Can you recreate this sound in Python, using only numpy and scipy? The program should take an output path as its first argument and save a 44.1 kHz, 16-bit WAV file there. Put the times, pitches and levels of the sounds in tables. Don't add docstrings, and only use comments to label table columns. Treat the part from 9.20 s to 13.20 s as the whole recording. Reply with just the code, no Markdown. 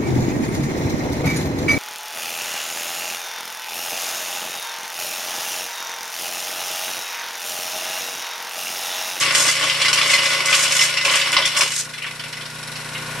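import sys
import numpy as np
from scipy import signal
from scipy.fft import rfft, irfft
from scipy.io import wavfile
from scipy.ndimage import uniform_filter1d

SR = 44100
rng = np.random.default_rng(int(sys.argv[2]) if len(sys.argv) > 2 else 0)


def store_pcm(level_fs):
    pcm = np.round(np.clip(level_fs, -1, 1) * 32767).astype(np.int16)
    wavfile.write(sys.argv[1], SR, np.atleast_2d(pcm).T)


N = 176400
RING_SAMPLES = 11025


def undb(db):
    return 10 ** (np.asarray(db) / 20)


def unit(x):
    return x / np.sqrt(np.mean(x ** 2))


def curve(rows):
    time_s, values = np.array(rows).T
    return np.interp(np.arange(N) / SR, time_s, values)


def spectrum(points, hz):
    freq_hz, gain_db = np.array(points).T
    return undb(np.interp(np.log(hz + 1), np.log(freq_hz), gain_db))


def colour(x, points, size=8192):
    cepstrum = irfft(np.log(spectrum(points, np.fft.rfftfreq(size, 1 / SR))))
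    cepstrum[1:size // 2] *= 2
    cepstrum[size // 2 + 1:] = 0
    response = irfft(np.exp(rfft(cepstrum)))
    return signal.fftconvolve(x, response[None], axes=-1)[:, :x.shape[-1]]


def cut(x, hz, kind, order=2):
    return signal.sosfilt(signal.butter(order, hz, kind, fs=SR, output="sos"), x)


def excite(force, response):
    return signal.fftconvolve(force[None], response, axes=-1)[:, :N]


def fade(t60_s):
    return np.exp(-np.log(1000) * np.arange(RING_SAMPLES) / SR / t60_s)


def impacts(rate_hz, spread_db, cap=3):
    hit = rng.random(N) < rate_hz / SR
    hardness = np.minimum(rng.exponential(size=N), cap)
    return hit * rng.choice([-1, 1], N) * undb(spread_db * hardness)


def even(x, size=3000):
    return x / np.sqrt(uniform_filter1d(np.mean(x ** 2, axis=0), size) + 1e-9)


def rotor_phase(per_turn=1, rotor_hz=23.08, flail_pass_s=2.7345):
    return ((np.arange(N) / SR - flail_pass_s) * rotor_hz * per_turn) % 1


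def spray(gate, tone):
    decay = fade(0.027) + 0.34 * fade(0.06)
    ticks = 0
    for _ in range(5):
        force = impacts(rate_hz=550, spread_db=5, cap=2) * gate
        ticks += excite(force, rng.standard_normal((2, RING_SAMPLES)) * decay)
    return even(colour(ticks, tone))


def drum_response(t60_s=0.16, crack_s=0.0029, spread_db=2.5, detune_hz=3.75):
    # freq_hz, gain_db, t60_s
    drum_modes = [(549.8, -3, .14), (622, -11.5, 0.13), (1092, -9, 0.12), (1147, -6, 0.097),
                  (1466, -6.5, 0.17), (2040, -1, .17), (2242, -6, 0.12), (2598, -5, 0.17), (2786, -4, 0.16),
                  (2929, -5.5, 0.16), (3076, -6, 0.16), (3437, -3, 0.16), (4530, -9.5, 0.11),
                  (5340, -6, 0.11), (5560, -1, 0.08)]
    # freq_hz, gain_db
    drum_tone = [(120, -52), (290, -12), (450, -14.5), (760, -14.5), (1080, -1), (1300, -7.5), (1700, -4.5),
                 (2100, 0), (3100, -0.5), (3700, -5), (4700, -4), (5600, -5), (6200, -13), (9000, -13),
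                 (12000, -18.5)]
    t = np.arange(RING_SAMPLES) / SR
    tone = [(hz, db + spread_db * rng.standard_normal()) for hz, db in drum_tone]
    dense = unit(colour(rng.standard_normal((2, RING_SAMPLES)) * fade(t60_s), tone))
    crack = unit(colour(rng.standard_normal((2, RING_SAMPLES)) * np.exp(-t / crack_s), tone))
    modes = 0
    for hz, db, mode_t60_s in drum_modes:
        a, b, detune = rng.standard_normal((3, 2, 1))
        phase = 2 * np.pi * (hz + detune_hz * detune[0]) * t
        modes += undb(db) * fade(mode_t60_s) * (a * np.sin(phase) + b * np.cos(phase))
    return dense + undb(-12) * crack + undb(-3) * unit(modes)


def dust():
    # time_s, level_db
    level = [(2.6, -38.5), (3.35, -39), (3.45, -35.5), (3.6, -36), (3.75, -38), (4, -37)]
    # freq_hz, gain_db
    tone = [(800, -11), (2000, 4), (3400, -1.5), (4000, 5.5), (4700, -1), (5550, 3.5), (6200, -7.5),
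            (10300, -3.5), (12000, -11.5)]
    return spray(0.37 + np.exp(-rotor_phase() / 0.37), tone) * undb(curve(level))


def engine(first_firing_s=0.012, push_s=0.00763):
    # time_s, firing_hz
    speed = [(0, 29.75), (2.55, 29.83), (2.7, 30.4), (4, 30.35)]
    # time_s, level_db
    exhaust_level = [(0, -41.5), (0.87, -42), (1, -43.5), (2.86, -45), (4.0, -36)]
    # freq_hz, gain_db
    exhaust_tone = [(20, -13), (30, -38), (60, -5.5), (91, -11), (121, -1), (150, 5.5), (182, -4.5),
                    (212, -1), (243, -2.5), (275, -28.5), (395, -17), (550, -21.5), (700, -13),
                    (1500, -45.5)]
    # time_s, level_db
    clatter_level = [(0, -32), (2.65, -39.5), (3.55, -34.5), (3.8, -31.5), (4, -30.5)]
    # freq_hz, gain_db
    clatter_tone = [(100, -32.5), (280, -5), (550, -3.5), (720, -8), (1090, 0), (1300, -7), (1465, 5),
                    (1650, -3.5), (3000, -6.5), (5000, -16.5), (12000, -18.5)]
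    start_hz = speed[0][1]
    cycles = np.cumsum(curve(speed)) / SR - first_firing_s * start_hz
    at = np.flatnonzero(np.diff(np.floor(cycles)))
    firing, push = np.zeros((2, N))
    firing[at], push[at] = undb(1.6 * rng.standard_normal((2, len(at))))
    puffs = firing + undb(-4) * np.roll(push, int(push_s * SR))
    exhaust = unit(colour(puffs[None], exhaust_tone))[0]
    exhaust = np.array([exhaust, signal.hilbert(exhaust).imag])
    stroke = lambda phase: undb(0.5 * np.cos(2 * np.pi * (phase - 0.25)))
    period = int(SR / start_hz)
    one_cycle = rng.standard_normal((2, period)) * stroke(np.arange(period) / period)
    repeating = unit(colour(excite(firing, one_cycle), clatter_tone))
    loose = unit(colour(rng.standard_normal((2, N)) * stroke(cycles), clatter_tone))
    clatter = unit(repeating + undb(-2) * loose)
    return exhaust * undb(curve(exhaust_level)) + clatter * undb(curve(clatter_level))


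def wall_ring(mode_hz=2037, t60_s=0.18):
    # time_s, relative_db
    level = [(0, -31), (.3, -31), (.6, -43), (.72, -34), (.88, -35), (.94, -25), (1.04, -31), (1.25, -32),
             (1.31, -22), (1.4, -37), (1.94, -36), (2.2, -29.5), (2.7, -60)]
    phase = 2 * np.pi * (mode_hz * np.arange(RING_SAMPLES) / SR + rng.random((2, 1)))
    ring = excite(impacts(rate_hz=400, spread_db=2), np.sin(phase) * fade(t60_s))
    return even(ring, size=1500) * undb(curve(level) - 1.5)


def grit():
    # time_s, level_db
    level = [(0, -19.5), (.11, -41), (.16, -20), (.31, -21.5), (.38, -34.5), (.45, -27), (.58, -38),
             (.84, -31.5), (.92, -21.5), (1, -37), (1.06, -26), (1.24, -39), (1.34, -20), (1.45, -22),
             (1.48, -30.5), (1.55, -21), (1.66, -22), (1.74, -45), (1.96, -22), (2.07, -38.5), (2.35, -47),
             (2.39, -23), (2.49, -31.5), (2.6, -21), (2.68, -48)]
    # freq_hz, gain_db
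    tone = [(500, -63), (1500, -4), (3000, -9.5), (4800, -1), (5600, 1), (7000, 4.5), (8300, 1.5),
            (10000, -6), (12000, -11)]
    return spray(0.75 + np.exp(-rotor_phase() / 0.08), tone) * undb(curve(level))


def splits(burst_t60_s=0.19, tick_t60_s=0.014):
    # start_s, relative_db
    bursts = [(.1216, -26.5), (0.1463, -18.5), (0.1977, -18), (.2798, -21.5), (.6165, -25), (.7307, -20),
              (0.936, -20), (1.2547, -22), (1.4244, -20.5), (1.518, -23), (1.6198, -19.5), (1.8507, -26.5),
              (2.118, -23.5), (2.2546, -21), (2.367, -19.5), (2.4079, -19)]
    # freq_hz, gain_db
    tone = [(1500, -24.5), (5500, 0.5), (8500, 0.5), (12000, -8)]
    force = np.zeros(N + RING_SAMPLES)
    for start_s, db in bursts:
        shards = impacts(rate_hz=1500, spread_db=3, cap=2)[:RING_SAMPLES] * fade(burst_t60_s)
        attack_rms = np.std(shards[:RING_SAMPLES // 20])
        start = int(start_s * SR)
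        force[start:start + RING_SAMPLES] += shards / attack_rms * undb(db + 0.5)
    tick = colour(rng.standard_normal((2, RING_SAMPLES)) * fade(tick_t60_s), tone)
    return excite(force, tick / np.linalg.norm(tick[0]))


def tumbling_rock(spots=10, crossover_hz=1510):
    # time_s, relative_db
    clatter_level = [(0, -20), (.55, -22), (.68, -19), (.725, -27), (.76, -20), (1.15, -19.5),
                     (1.25, -23.5), (1.45, -19.5), (1.72, -21), (1.83, -30.5), (1.9, -19.5), (2.1, -22),
                     (2.52, -25.5), (2.62, -36), (2.7, -58)]
    # time_s, relative_db
    thud_level = [(0, -29.5), (.29, -25.5), (.34, -39), (.44, -24), (.5, -35), (.71, -28.5), (1.35, -28.5),
                  (1.82, -36), (1.87, -24), (1.95, -23), (1.99, -33), (2.2, -25.5), (2.31, -39),
                  (2.41, -22.5), (2.55, -53)]
    throw = 0.39 + np.exp(-rotor_phase(per_turn=3) / 0.19)
    ring = sum(excite(impacts(rate_hz=60, spread_db=3.2) * throw, drum_response()) for _ in range(spots))
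    clatter = even(cut(ring, crossover_hz, "high", order=4)) * undb(curve(clatter_level) - 1.5)
    thud = even(cut(ring, crossover_hz, "low", order=4)) * undb(curve(thud_level) - 0.57)
    return clatter + thud


def blows(contact_s=0.0028, fragments_per_s=3000):
    # start_s, relative_db, lowpass_hz
    strikes = [(0.025, -8.5, 5000), (.075, -10.5, 5500), (.1491, -4, 9000), (.2828, -8, 7000),
               (0.4233, -9, 4500), (0.4977, -5, 5770), (.616, -5.5, 7000), (.6479, -5.5, 6500),
               (0.6816, -3.5, 8000), (0.7294, -2, 9000), (0.776, -4.5, 7000), (.812, -4, 5000),
               (0.895, -5, 9000), (.9345, 0.5, 6540), (.9747, -8.5, 5500), (1.056, -7.5, 7000),
               (1.283, -7.5, 7000), (1.3272, -0.5, 5000), (1.342, -5.5, 7000), (1.5923, -3.5, 7000),
               (1.612, -1.5, 8050), (1.7711, -5, 6060), (1.8108, -8, 5900), (1.8493, -3, 9000),
               (1.893, -6, 5030), (1.936, -5, 4560), (1.9699, -8, 5500), (2.0127, -6.5, 5500),
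               (2.1269, -9.5, 5000), (2.166, 1, 5130), (2.2222, -7.5, 4500), (2.2533, -4, 8000),
               (2.3645, -6.5, 8000), (2.4074, -2, 7350), (2.7343, -19.5, 4500), (2.777, -20.5, 4000),
               (2.8198, -16.5, 3040), (2.843, -13.5, 2500), (2.8647, -16, 3000), (2.9088, -22, 4200),
               (2.9945, -18, 4200), (3.0376, -19, 4200), (3.1268, -18.5, 5000), (3.169, -19.5, 4700),
               (3.2087, -20.5, 4530), (3.254, -21, 6540), (3.5547, -19, 6000), (3.749, -16, 3000)]
    size = RING_SAMPLES
    crunch = np.exp(-np.arange(size) / SR / contact_s)
    out = np.zeros((2, N + size))
    for start_s, db, lowpass_hz in strikes:
        skitter = 0.19 * fade(t60_s=0.01 - 0.01 * min(db, 0))
        fragments = rng.standard_normal(size) * (rng.random(size) < fragments_per_s / SR)
        force = fragments * (crunch + skitter)
        force[0] = 1.52
        highpass_hz = min(800 * np.exp(-0.14 * db), 1550)
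        ring = cut(excite(force, drum_response())[:, :size], highpass_hz, "high")
        ring = cut(ring, lowpass_hz, "low", order=3)
        attack_rms = np.std(ring[0, :size // 20])
        start = int(start_s * SR)
        out[:, start:start + size] += ring / attack_rms * undb(db - 12.5)
    return out[:, :N]


def scene():
    # freq_hz, side_minus_mid_db
    width = [(60, -12), (125, -16), (500, -14), (1000, -11.5), (2000, -9), (4000, -6), (8000, -3.5),
             (12000, 0)]
    # freq_hz, left_minus_right_db
    balance = [(60, -2), (250, .5), (1000, 1.5), (2200, 2), (4000, 0.5), (8000, -1.2), (12000, -1.2)]
    hz = np.fft.rfftfreq(N, 1 / SR)
    mid, side = rfft(engine() + tumbling_rock() + wall_ring() + blows() + splits() + grit() + dust())
    side *= spectrum(width, hz)
    lean = np.sqrt(spectrum(balance, hz))
    return irfft(np.array([(mid + side) * lean, (mid - side) / lean]), N)


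def record(dry, ceiling=0.9, top_hz=12050):
    rounded = dry / (1 + (np.abs(dry) / ceiling) ** 6) ** (1 / 6)
    return signal.sosfilt(signal.ellip(12, 0.2, 90, top_hz, fs=SR, output="sos"), rounded)


dry = scene()
out = record(dry)
store_pcm(out)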